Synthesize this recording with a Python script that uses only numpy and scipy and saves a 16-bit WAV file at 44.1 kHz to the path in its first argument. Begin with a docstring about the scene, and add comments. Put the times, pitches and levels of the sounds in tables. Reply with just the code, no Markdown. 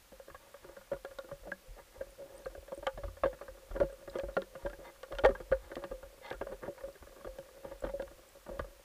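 """Speargun handled under water

A camera in a sealed housing sits on a wooden speargun that a diver handles. Knocks, snaps and rubs
drive decaying sine modes: the housing rings near 550 Hz, the barrel thuds, the mount sways low.
Coloured noise makes the slosh and the soft microphone hiss; bubbles tick as short rising sines."""
import sys
import numpy as np
from scipy import signal
from scipy.fft import rfft, irfft, next_fast_len
from scipy.io import wavfile
from scipy.ndimage import map_coordinates

SR = 44100
rng = np.random.default_rng(int(sys.argv[2]) if len(sys.argv) > 2 else 0)


def bounce(signal):
    """Save signal as a 16-bit WAV file at the path given by the first command-line argument."""
    frames = np.transpose(np.atleast_2d(signal))
    limited = np.clip(frames, -1, 1)
    pcm = np.round(limited * 32767).astype(np.int16)
    wavfile.write(sys.argv[1], SR, pcm)


N = 389844


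def amp(db):
    """Decibels to gain."""
    return 10 ** (np.asarray(db) / 20)


def unit(x):
    """Scaled to rms 1."""
    return x / np.sqrt(np.mean(x ** 2) + 1e-20)


def along(points, at):
    """Straight lines through (place, value) points."""
    return np.interp(at, *np.transpose(points))


def add(track, start_s, sound):
    """Mixes a sound in at a time."""
    part = track[max(round(start_s * SR), 0):][:len(sound)]
    part += sound[:len(part)]


def filtered(x, response):
    """x with its spectrum multiplied by a response of frequency."""
    size = next_fast_len(N + 8192)
    spectrum = rfft(x, size) * response(np.fft.rfftfreq(size, 1 / SR))
    return irfft(spectrum, size)[..., :N]


def ringing(modes, scatter_db=0, detune=0, size=SR // 5):
    """Answer of modes to one tap: decaying sines that swell over a cycle, level and pitch scattered."""
    t = np.arange(size) / SR
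    hz, db, t60_s = np.transpose(modes)[:, :, None]
    level, pitch = rng.standard_normal((2, len(modes), 1))
    hz = hz * (1 + detune * pitch)
    swell = (1 - np.exp(-2.5 * hz * t)) ** 2
    decay = amp(db + scatter_db * level - 60 * t / t60_s)
    return np.sum(decay * swell * np.sin(2 * np.pi * hz * t), axis=0)


def driven(force, modes):
    """A force played through modes, rms 1."""
    return unit(signal.fftconvolve(force, ringing(modes, size=SR // 2))[:N])


def gravel(rate_hz, spread_db):
    """Sparse random slips of uneven size and either sign."""
    hits = rng.random(N) < rate_hz / SR
    signs = rng.choice([-1, 1], N)
    return hits * signs * amp(spread_db * rng.standard_normal(N))


def clumps(rate_hz, depth_db):
    """Smooth random gain through knots at a given rate, swells capped."""
    knots = np.minimum(rng.standard_normal(int(N * rate_hz / SR) + 4), 1.6)
    return amp(depth_db * map_coordinates(knots, [np.arange(N) * rate_hz / SR]))


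# microphone noise colour: f/Hz, relative density/dB
HISS_COLOUR = [(20, 5), (300, 4), (1000, 6), (2500, 3), (5000, 0), (14500, -3), (16000, -1)]


def hiss(level_db, side_db):
    """Coloured noise: a shared microphone hiss heard in the centre, and a faint opposite-signed noise that
    makes the two channels differ."""
    points = [(np.log(hz), db) for hz, db in HISS_COLOUR]

    def colour(hz):
        return amp(along(points, np.log(hz + 1)))

    shared, side = amp(level_db) * unit(filtered(rng.standard_normal((2, N)), colour))
    return shared + amp(side_db) * np.outer([1, -1], side)  # channels differ by a faint opposite-signed noise


# water moving round the housing: f/Hz, relative density/dB
SLOSH_COLOUR = [(12, -13.5), (28, 0.5), (60, -6), (100, -13), (200, -46)]
SLOSH_RMS_DB = -67.5


def slosh():
    """Moving water: low-coloured noise, broken up by a random gain."""
    stir = rng.standard_normal(N) * clumps(rate_hz=15, depth_db=4.0)
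    return amp(SLOSH_RMS_DB) * unit(filtered(stir, lambda hz: amp(along(SLOSH_COLOUR, hz))))


# modes of the camera on its mount: f/Hz, level/dB, t60/s
MOUNT_MODES = [(44.36, 1, 0.3), (66, 3, 0.1), (110, -10.5, 0.1)]
# jolts that set the mount swinging: t/s, drive level/dB
JOLTS = [(0.301, -49), (0.615, -55), (0.689, -56), (0.92, -46), (1.322, -45), (1.41, -48), (1.68, -41),
         (1.81, -52), (1.974, -44.5), (2.05, -54), (2.309, -54), (2.447, -46), (2.574, -44), (2.781, -42),
         (2.933, -39), (3.028, -32), (3.226, -36.5), (3.483, -44), (3.703, -35), (3.796, -29.5),
         (4.081, -46.5), (4.228, -37.5), (4.631, -37), (4.772, -47), (5.128, -33.5), (5.232, -28),
         (5.307, -38.5), (5.396, -46), (5.505, -30), (5.63, -44), (5.746, -44), (5.901, -42.5), (6.03, -44),
         (6.342, -46), (6.397, -41), (6.511, -43), (6.825, -50), (7.009, -49), (7.259, -40), (7.643, -44.5),
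         (7.71, -45), (7.829, -36), (7.961, -39), (8.06, -44), (8.499, -39.5), (8.588, -31.5)]


def sway():
    """The camera rocks on its mount: jolts start slow swings over a faint stirring by the water."""
    stir = rng.standard_normal(N) * clumps(rate_hz=3.02, depth_db=4.0)
    out = amp(-70.0) * driven(stir, MOUNT_MODES[:1])
    for s, db in JOLTS:
        swing = ringing(MOUNT_MODES, scatter_db=3.0, detune=0.053, size=SR // 2)
        add(out, s + 0.0024, rng.choice([-1, 1]) * amp(db) * swing)
    return out


# modes of the air in the housing: f/Hz, relative level/dB, t60/s
AIR_MODES = [(551, 9, 0.098), (519.4, -12.5, 0.25)]
# modes of the barrel: f/Hz, relative level/dB, t60/s
BARREL_MODES = [(144, -12, 0.086), (281, 1.5, 0.019), (348, -3.5, 0.082), (392, -2, 0.059)]
# modes of the housing shell: f/Hz, relative level/dB, t60/s
SHELL_MODES = [(847, -9.5, 0.11), (952, 1.5, 0.039), (1178, 19.5, 0.011), (1418, 7, 0.034),
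               (1622, 9, 0.025), (1795, -5, 0.05), (2080, -19, 0.011)]
# fidgeting that grows, then eases: t/s, gain/dB
FIDGET_GAIN = [(0.0, -73.5), (0.37, -69.5), (5.59, -58), (8.84, -63.5)]


def fidget():
    """Faint touches in clumps keep the housing humming; sparser, more uneven ones tap the shell."""
    low_air = [(hz * 0.95, db, t60_s) for hz, db, t60_s in AIR_MODES]  # a firmer grip lowers the ring
    slips = gravel(rate_hz=96, spread_db=1.5) * clumps(rate_hz=27, depth_db=6)
    taps = gravel(rate_hz=51, spread_db=9.0) * clumps(rate_hz=3.7, depth_db=3.5)
    hum = driven(slips, AIR_MODES) * clumps(rate_hz=12, depth_db=0.5)
    hum += amp(-3) * driven(slips[::-1], low_air)  # reversed: touches at other times
    hum += amp(-6.5) * driven(slips, BARREL_MODES)
    hum += amp(-11.5) * driven(slips, SHELL_MODES)
    tapped = amp(-18.5) * driven(taps, AIR_MODES) + amp(-10.0) * driven(taps, SHELL_MODES)
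    return amp(along(FIDGET_GAIN, np.arange(N) / SR)) * (hum + tapped)


# modes of the housing's small parts: f/Hz, relative level/dB, t60/s
PARTS_MODES = [(1950, -7, 0.013), (2415, -8, 0.016), (2794, -9, 0.022), (3173, -2.5, 0.012),
               (3465, -4.5, 0.0096), (4170, -12, 0.013), (5640, -21.5, 0.013)]
# knocks on the gun: t/s, air ring peak/dB, weight = barrel re ring/dB, hardness = shell re ring/dB
KNOCKS = [(0.119, -47, -3, -7.5), (0.197, -41.5, -36, -7), (0.28, -42, -4.5, -8), (0.3, -56.5, 5, 13),
          (0.345, -46, -24, 6.5), (0.542, -43, -30, -2.5), (0.645, -52.5, 8.5, 0), (0.69, -47.5, 1.5, -4),
          (0.766, -41.5, -33, -4.5), (0.811, -54.5, -23, 5), (0.916, -26.5, -10.5, -13),
          (0.931, -33.5, -3, -5.5), (0.962, -44.5, -21, -4.5), (1.048, -33, -30, -4),
          (1.111, -44.5, -18, -2), (1.186, -34, -25, -3), (1.243, -45.5, -2, -7.5), (1.288, -47, -5.5, 0.5),
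          (1.314, -36.5, -7, -4), (1.433, -48, -12, -9.5), (1.471, -37.5, -19, -11), (1.517, -39, -6, 4.5),
          (1.786, -47.5, -23, -2.5), (2.009, -30, -13, -13), (2.191, -40.5, -8.5, -28),
          (2.458, -31.5, -10.5, -5), (2.55, -42, -4, -2.5), (2.578, -41, -8.5, -28),
          (2.679, -45, -26, -1.5), (2.72, -32, -11, -9.5), (2.775, -41, -2.5, -32),
          (2.826, -38.5, -7, -3.5), (2.867, -26, -31, 1.5), (2.975, -38.5, -2, -4),
          (3.035, -35.5, -9, -4.5), (3.081, -50.5, 2, 4), (3.168, -46, -30, -2.5),
          (3.235, -21, -14.5, -1.5), (3.248, -32, 2.5, -11), (3.257, -21.5, -34, -11.5),
          (3.329, -45, -1, 0), (3.412, -36, -9, -5), (3.481, -41.5, -8, 1.5), (3.711, -46, 0, 3),
          (3.762, -37.5, 3.5, 3.5), (3.801, -29, 3.5, 0), (3.8115, -19, -43, -21), (3.829, -23, -5, -14.5),
          (3.897, -40.5, -28, -11), (3.923, -40.5, -5, -13), (4.076, -39, -2.5, -3.5),
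          (4.154, -27.5, -3.5, -8.5), (4.187, -29, -19, -10.5), (4.196, -38, -6, -2.5),
          (4.234, -32, -6.5, -15), (4.284, -36, -9, -10.5), (4.367, -23.5, -2.5, -0.5), (4.419, -47, 10, 5),
          (4.552, -40.5, -7, 2.5), (4.649, -31.5, -2.5, -22), (4.66, -31.5, -31, -1), (4.698, -51, 2, 6),
          (4.73, -42.5, -3.5, 0), (4.789, -47, 2.5, -11.5), (5.031, -38, -31, -3), (5.124, -36.5, -23, 1),
          (5.15, -42, -26, -6.5), (5.185, -33, -30, 1.5), (5.237, -21.5, -3, -4.5), (5.247, -12, -33, -4),
          (5.2565, -21, -25, -7.5), (5.289, -29, 1.5, -5), (5.306, -36.5, -3, -2.5), (5.3501, -46, -1, 9),
          (5.401, -38, -1.5, -6), (5.515, -27.5, -1.5, -5), (5.522, -19, -38, -8), (5.716, -40, 1.5, 3.5),
          (5.766, -33, -1.5, -6), (5.838, -36, -3, 3), (5.913, -32, -6, -10), (6.028, -44, -5, -0.5),
          (6.311, -31, -4, -3), (6.329, -38.5, -27, 0.5), (6.341, -48, 0, 2), (6.412, -29, -4.5, -3.5),
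          (6.468, -34, -16, -7.5), (6.518, -35.5, -2.5, -9), (6.628, -36.5, -1, -5.5), (6.659, -51, 6, 7),
          (6.679, -33.5, -1.5, -15), (6.779, -53.5, -20, 9), (6.808, -46, -8, 2),
          (6.836, -33.5, -14.5, -16), (6.875, -45.5, -1.5, -13), (6.953, -58.5, 7, 8.5),
          (7.025, -57, 8.5, 11), (7.068, -63, -10, 12), (7.161, -65, 5, 9), (7.209, -53, -4, 4.5),
          (7.246, -40, 0.5, 0), (7.268, -34.5, -11, -10), (7.385, -37.5, -7.5, -7),
          (7.647, -36.5, -4.5, -7), (7.713, -41, -5.5, -4.5), (7.822, -38.5, -20, -8.5),
          (7.838, -26, -10, -13), (7.846, -31.5, -5.5, -2), (7.866, -35.5, -3, -3.5),
          (7.937, -30, -12.5, -37), (7.996, -30.5, -7.5, -8.5), (8.022, -42, 1, 0.5),
          (8.464, -50.5, 2, 8.5), (8.49, -34.5, -5.5, -10), (8.594, -28.5, -5, 0.5),
          (8.643, -41, -12, -7.5)]
MODE_SCATTER_DB = 3.5  # spread of each mode's strength from blow to blow
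PARTS_DB, PARTS_DB_PER_HARDNESS_DB = -16, 0.91  # harder blows click the small parts more
RISE_S, RISE_DB_PER_SOFTNESS_DB, SLOWEST_RISE_S = 0.0006, 1.3, 0.00301  # softer blows swell slower
CHATTER_DECAY_S, RATTLE_DECAY_S = 0.006, 0.012  # to 1/e


def knocks():
    """A first blow and short chatter shake air, barrel, shell and small parts; the last two rattle on."""
    out, t = np.zeros(N), np.arange(SR // 16) / SR
    for s, ring_db, weight_db, hardness_db in KNOCKS:
        chatter = 0.048 * rng.standard_normal(len(t)) ** 3 * np.exp(-t / CHATTER_DECAY_S)
        chatter[0] = 1  # the first blow
        contacts = (rng.random(len(t)) < 600 / SR) * rng.standard_normal(len(t))
        rattle = chatter + 0.5 * contacts * np.exp(-t / RATTLE_DECAY_S)

        bodies = np.array([ringing(modes, scatter_db=MODE_SCATTER_DB, detune=0.02)
                           for modes in (AIR_MODES, BARREL_MODES, SHELL_MODES, PARTS_MODES)])
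        bodies = signal.fftconvolve(bodies, [chatter, chatter, rattle, rattle], axes=1)
        rise_s = min(RISE_S * amp(-RISE_DB_PER_SOFTNESS_DB * hardness_db), SLOWEST_RISE_S)
        bodies *= 1 - np.exp(-(np.arange(bodies.shape[1]) / SR / rise_s) ** 2)
        bodies /= np.abs(bodies).max(axis=1, keepdims=True)

        parts_db = PARTS_DB + PARTS_DB_PER_HARDNESS_DB * hardness_db
        gains = amp(ring_db + np.array([0, weight_db, hardness_db, parts_db]))
        add(out, s - 0.6 * rise_s, gains @ bodies)
    return out


# low thuds of the barrel, and one deeper boom of the jolted mount: t/s, level/dB, f/Hz
THUDS = [(0.121, -60, 194), (0.771, -55, 198), (1.47, -48, 188), (1.519, -48, 189), (3.028, -37.5, 82.4),
         (4.367, -36.5, 192), (5.298, -45, 199), (5.842, -48.5, 193), (6.5, -49, 199), (7.89, -50, 196)]
THUD_CYCLES = 34  # per 60 dB of decay


def thuds():
    """Low thuds of the barrel and one deeper boom of the jolted mount: one decaying mode each."""
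    out = np.zeros(N)
    for s, db, hz in THUDS:
        add(out, s, ringing([(hz, db, THUD_CYCLES / hz)], size=SR // 2))
    return out


# rubbing strokes: start t/s, end t/s, drive level/dB, grit/dB
RUBS = [(0.385, 0.52, -61, -3.5), (0.605, 0.754, -57, -4.5), (0.922, 0.969, -59, -3),
        (1.447, 1.499, -43, -15), (1.773, 1.806, -49.5, -3), (1.925, 2.04, -54, -5.5),
        (2.172, 2.268, -47, -17), (2.254, 2.44, -54, -6.5), (3.24, 3.272, -49, 1.5), (3.65, 3.733, -61, -6),
        (3.736, 3.786, -38, -11.5), (4.124, 4.18, -45, -4), (4.577, 4.663, -59, 0.5),
        (4.818, 4.904, -52.5, 0.5), (5.105, 5.124, -36, -27), (5.285, 5.295, -56, 6),
        (5.4, 5.425, -57, 2.5), (5.518, 5.547, -56, -3), (5.594, 5.703, -60.5, 0),
        (5.774, 5.808, -50, -4.5), (6.217, 6.317, -53.5, 4.5), (6.515, 6.547, -44.5, -6),
        (6.632, 6.687, -48, -5), (7.626, 7.691, -46.5, -6), (7.684, 7.747, -55, -1.5),
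        (7.888, 7.902, -43, -2), (8.452, 8.594, -46, -12.5)]
# what squeaks under a gritty stroke: f/Hz, relative level/dB, t60/s
SQUEAK_MODES = [(1680, 4, 0.04), (2050, 8, 0.07), (3260, 2, 0.03), (3610, 2, 0.04), (4330, -1, 0.03),
                (5170, -8, 0.02)]
SQUEAK_DB_PER_GRIT_DB, SQUEAK_GRIT_CAP_DB = 2.2, 6


def rubbing():
    """Gloves slip along the barrel: dense slips; grit favours the upper modes and most of all the squeak."""
    t, soft, gritty, squeaky = np.arange(N) / SR, 0, 0, 0
    for start_s, end_s, db, grit_db in RUBS:
        progress = np.clip((t - start_s) / (end_s - start_s), 0, 1)
        stroke = amp(db) * np.sin(np.pi * progress) ** 0.53
        soft = soft + stroke
        gritty = gritty + amp(grit_db) * stroke
        squeak_db = SQUEAK_DB_PER_GRIT_DB * min(grit_db, SQUEAK_GRIT_CAP_DB)
        squeaky = squeaky + amp(squeak_db) * stroke

    slips = unit(gravel(rate_hz=1600, spread_db=4.5) * clumps(rate_hz=81, depth_db=2.0))
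    shares = [(soft, AIR_MODES, -2.5), (soft, BARREL_MODES, -8), (gritty, SHELL_MODES, -5),
              (gritty, SHELL_MODES[:2], -7), (squeaky, SQUEAK_MODES, -10)]
    out = np.zeros(N)
    for force, modes, db in shares:
        answer = ringing(modes)
        answer /= np.linalg.norm(answer)
        out += amp(db) * signal.fftconvolve(force * slips, answer)[:N]
    return out


# dry snaps of hard parts touching: t/s, noise level/dB before make-up, ping peak/dB
SNAPS = [(1.049, -64, -44), (1.1868, -55, -48), (1.5165, -57, -46), (2.869, -47, -28.5), (3.802, -55, -61),
         (4.186, -53, -53), (4.196, -64, -39), (4.368, -68, -35), (4.419, -62, -39), (4.698, -63, -47.5),
         (5.0317, -56, -41), (5.123, -61, -43), (5.151, -59, -44), (5.1856, -51, -29.5), (5.193, -70, -36),
         (5.248, -50, -46), (5.26, -43, -33.5), (5.7553, -55, -37.5), (5.84, -63, -44.5), (6.262, -63, -43),
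         (6.304, -54, -38), (6.327, -64, -41), (7.386, -57, -57), (8.022, -60, -41.5), (8.592, -56, -63)]
COLOUR_MAKEUP_DB = 17.5  # offsets what the colour filter takes


def snaps():
    """Hard parts touch: milliseconds of bright noise, falling to the treble, and a small-parts ping."""
    bursts, pings, t = np.zeros(N), np.zeros(N), np.arange(600) / SR
    for s, db, ping_db in SNAPS:
        decay = amp(db + COLOUR_MAKEUP_DB - 60 * t / 0.016)
        add(bursts, s, decay * rng.standard_normal(len(t)))
        ping = ringing(PARTS_MODES, scatter_db=MODE_SCATTER_DB, detune=0.031, size=SR // 20)
        add(pings, s, amp(ping_db) * ping / np.abs(ping).max())
    return pings + filtered(bursts, lambda hz: (hz / 4000) ** 2 / (1 + (hz / 4000) ** 4.2))


# single bubbles: t/s, level/dB, starting f/Hz
TICKS = [(1.187, -41.5, 3720), (1.519, -28, 1597), (2.1061, -48, 8940), (2.38, -43, 8860),
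         (2.4497, -48, 4260), (2.749, -45, 8700), (2.777, -44.5, 8600), (3.928, -49, 8250),
         (4.098, -48, 4870), (4.098, -47, 3950), (4.342, -53, 3760), (5.352, -36, 1590),
         (7.8055, -44, 7800), (8.2896, -49, 7640)]
# clouds of tiny bubbles: start t/s, end t/s, loudest level/dB
CLOUDS = [(2.35, 2.5, -51), (4.1, 4.15, -50), (6.85, 6.93, -56)]
BUBBLE_CYCLES = 77  # per 60 dB of decay, at the starting pitch


def ticks():
    """Bubbles, alone or in clouds: decaying sines rising a little in pitch; higher ones are shorter."""
    out, t = np.zeros(N), np.arange(SR // 15) / SR
    bubbles = list(TICKS)
    for start_s, end_s, db in CLOUDS:
        length_s = end_s - start_s
        for when, softness, octave in rng.random((int(length_s * 70), 3)):
            bubbles.append((start_s + length_s * when, db - 8 * softness, 4500 * 2 ** octave))
    for s, db, hz in bubbles:
        phase = 2 * np.pi * hz * t * (1 + 1.3 * t)
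        decay = amp(db - 60 * t * hz / BUBBLE_CYCLES)
        add(out, s, decay * np.sin(phase) * (1 - np.exp(-t / 0.00028)))
    return out


def scene():
    """Everything arrives in the centre, except a faint noise that differs between the two channels."""
    handling = knocks() + thuds() + snaps() + rubbing() + fidget() + sway()
    water = slosh() + ticks()
    return handling + water + hiss(level_db=-62.5, side_db=-33.0)


TOP_HZ = 15350


def record(dry):
    """The camera keeps nothing above its band limit."""
    return filtered(dry, lambda hz: hz < TOP_HZ)


dry = scene()
out = record(dry)
bounce(out)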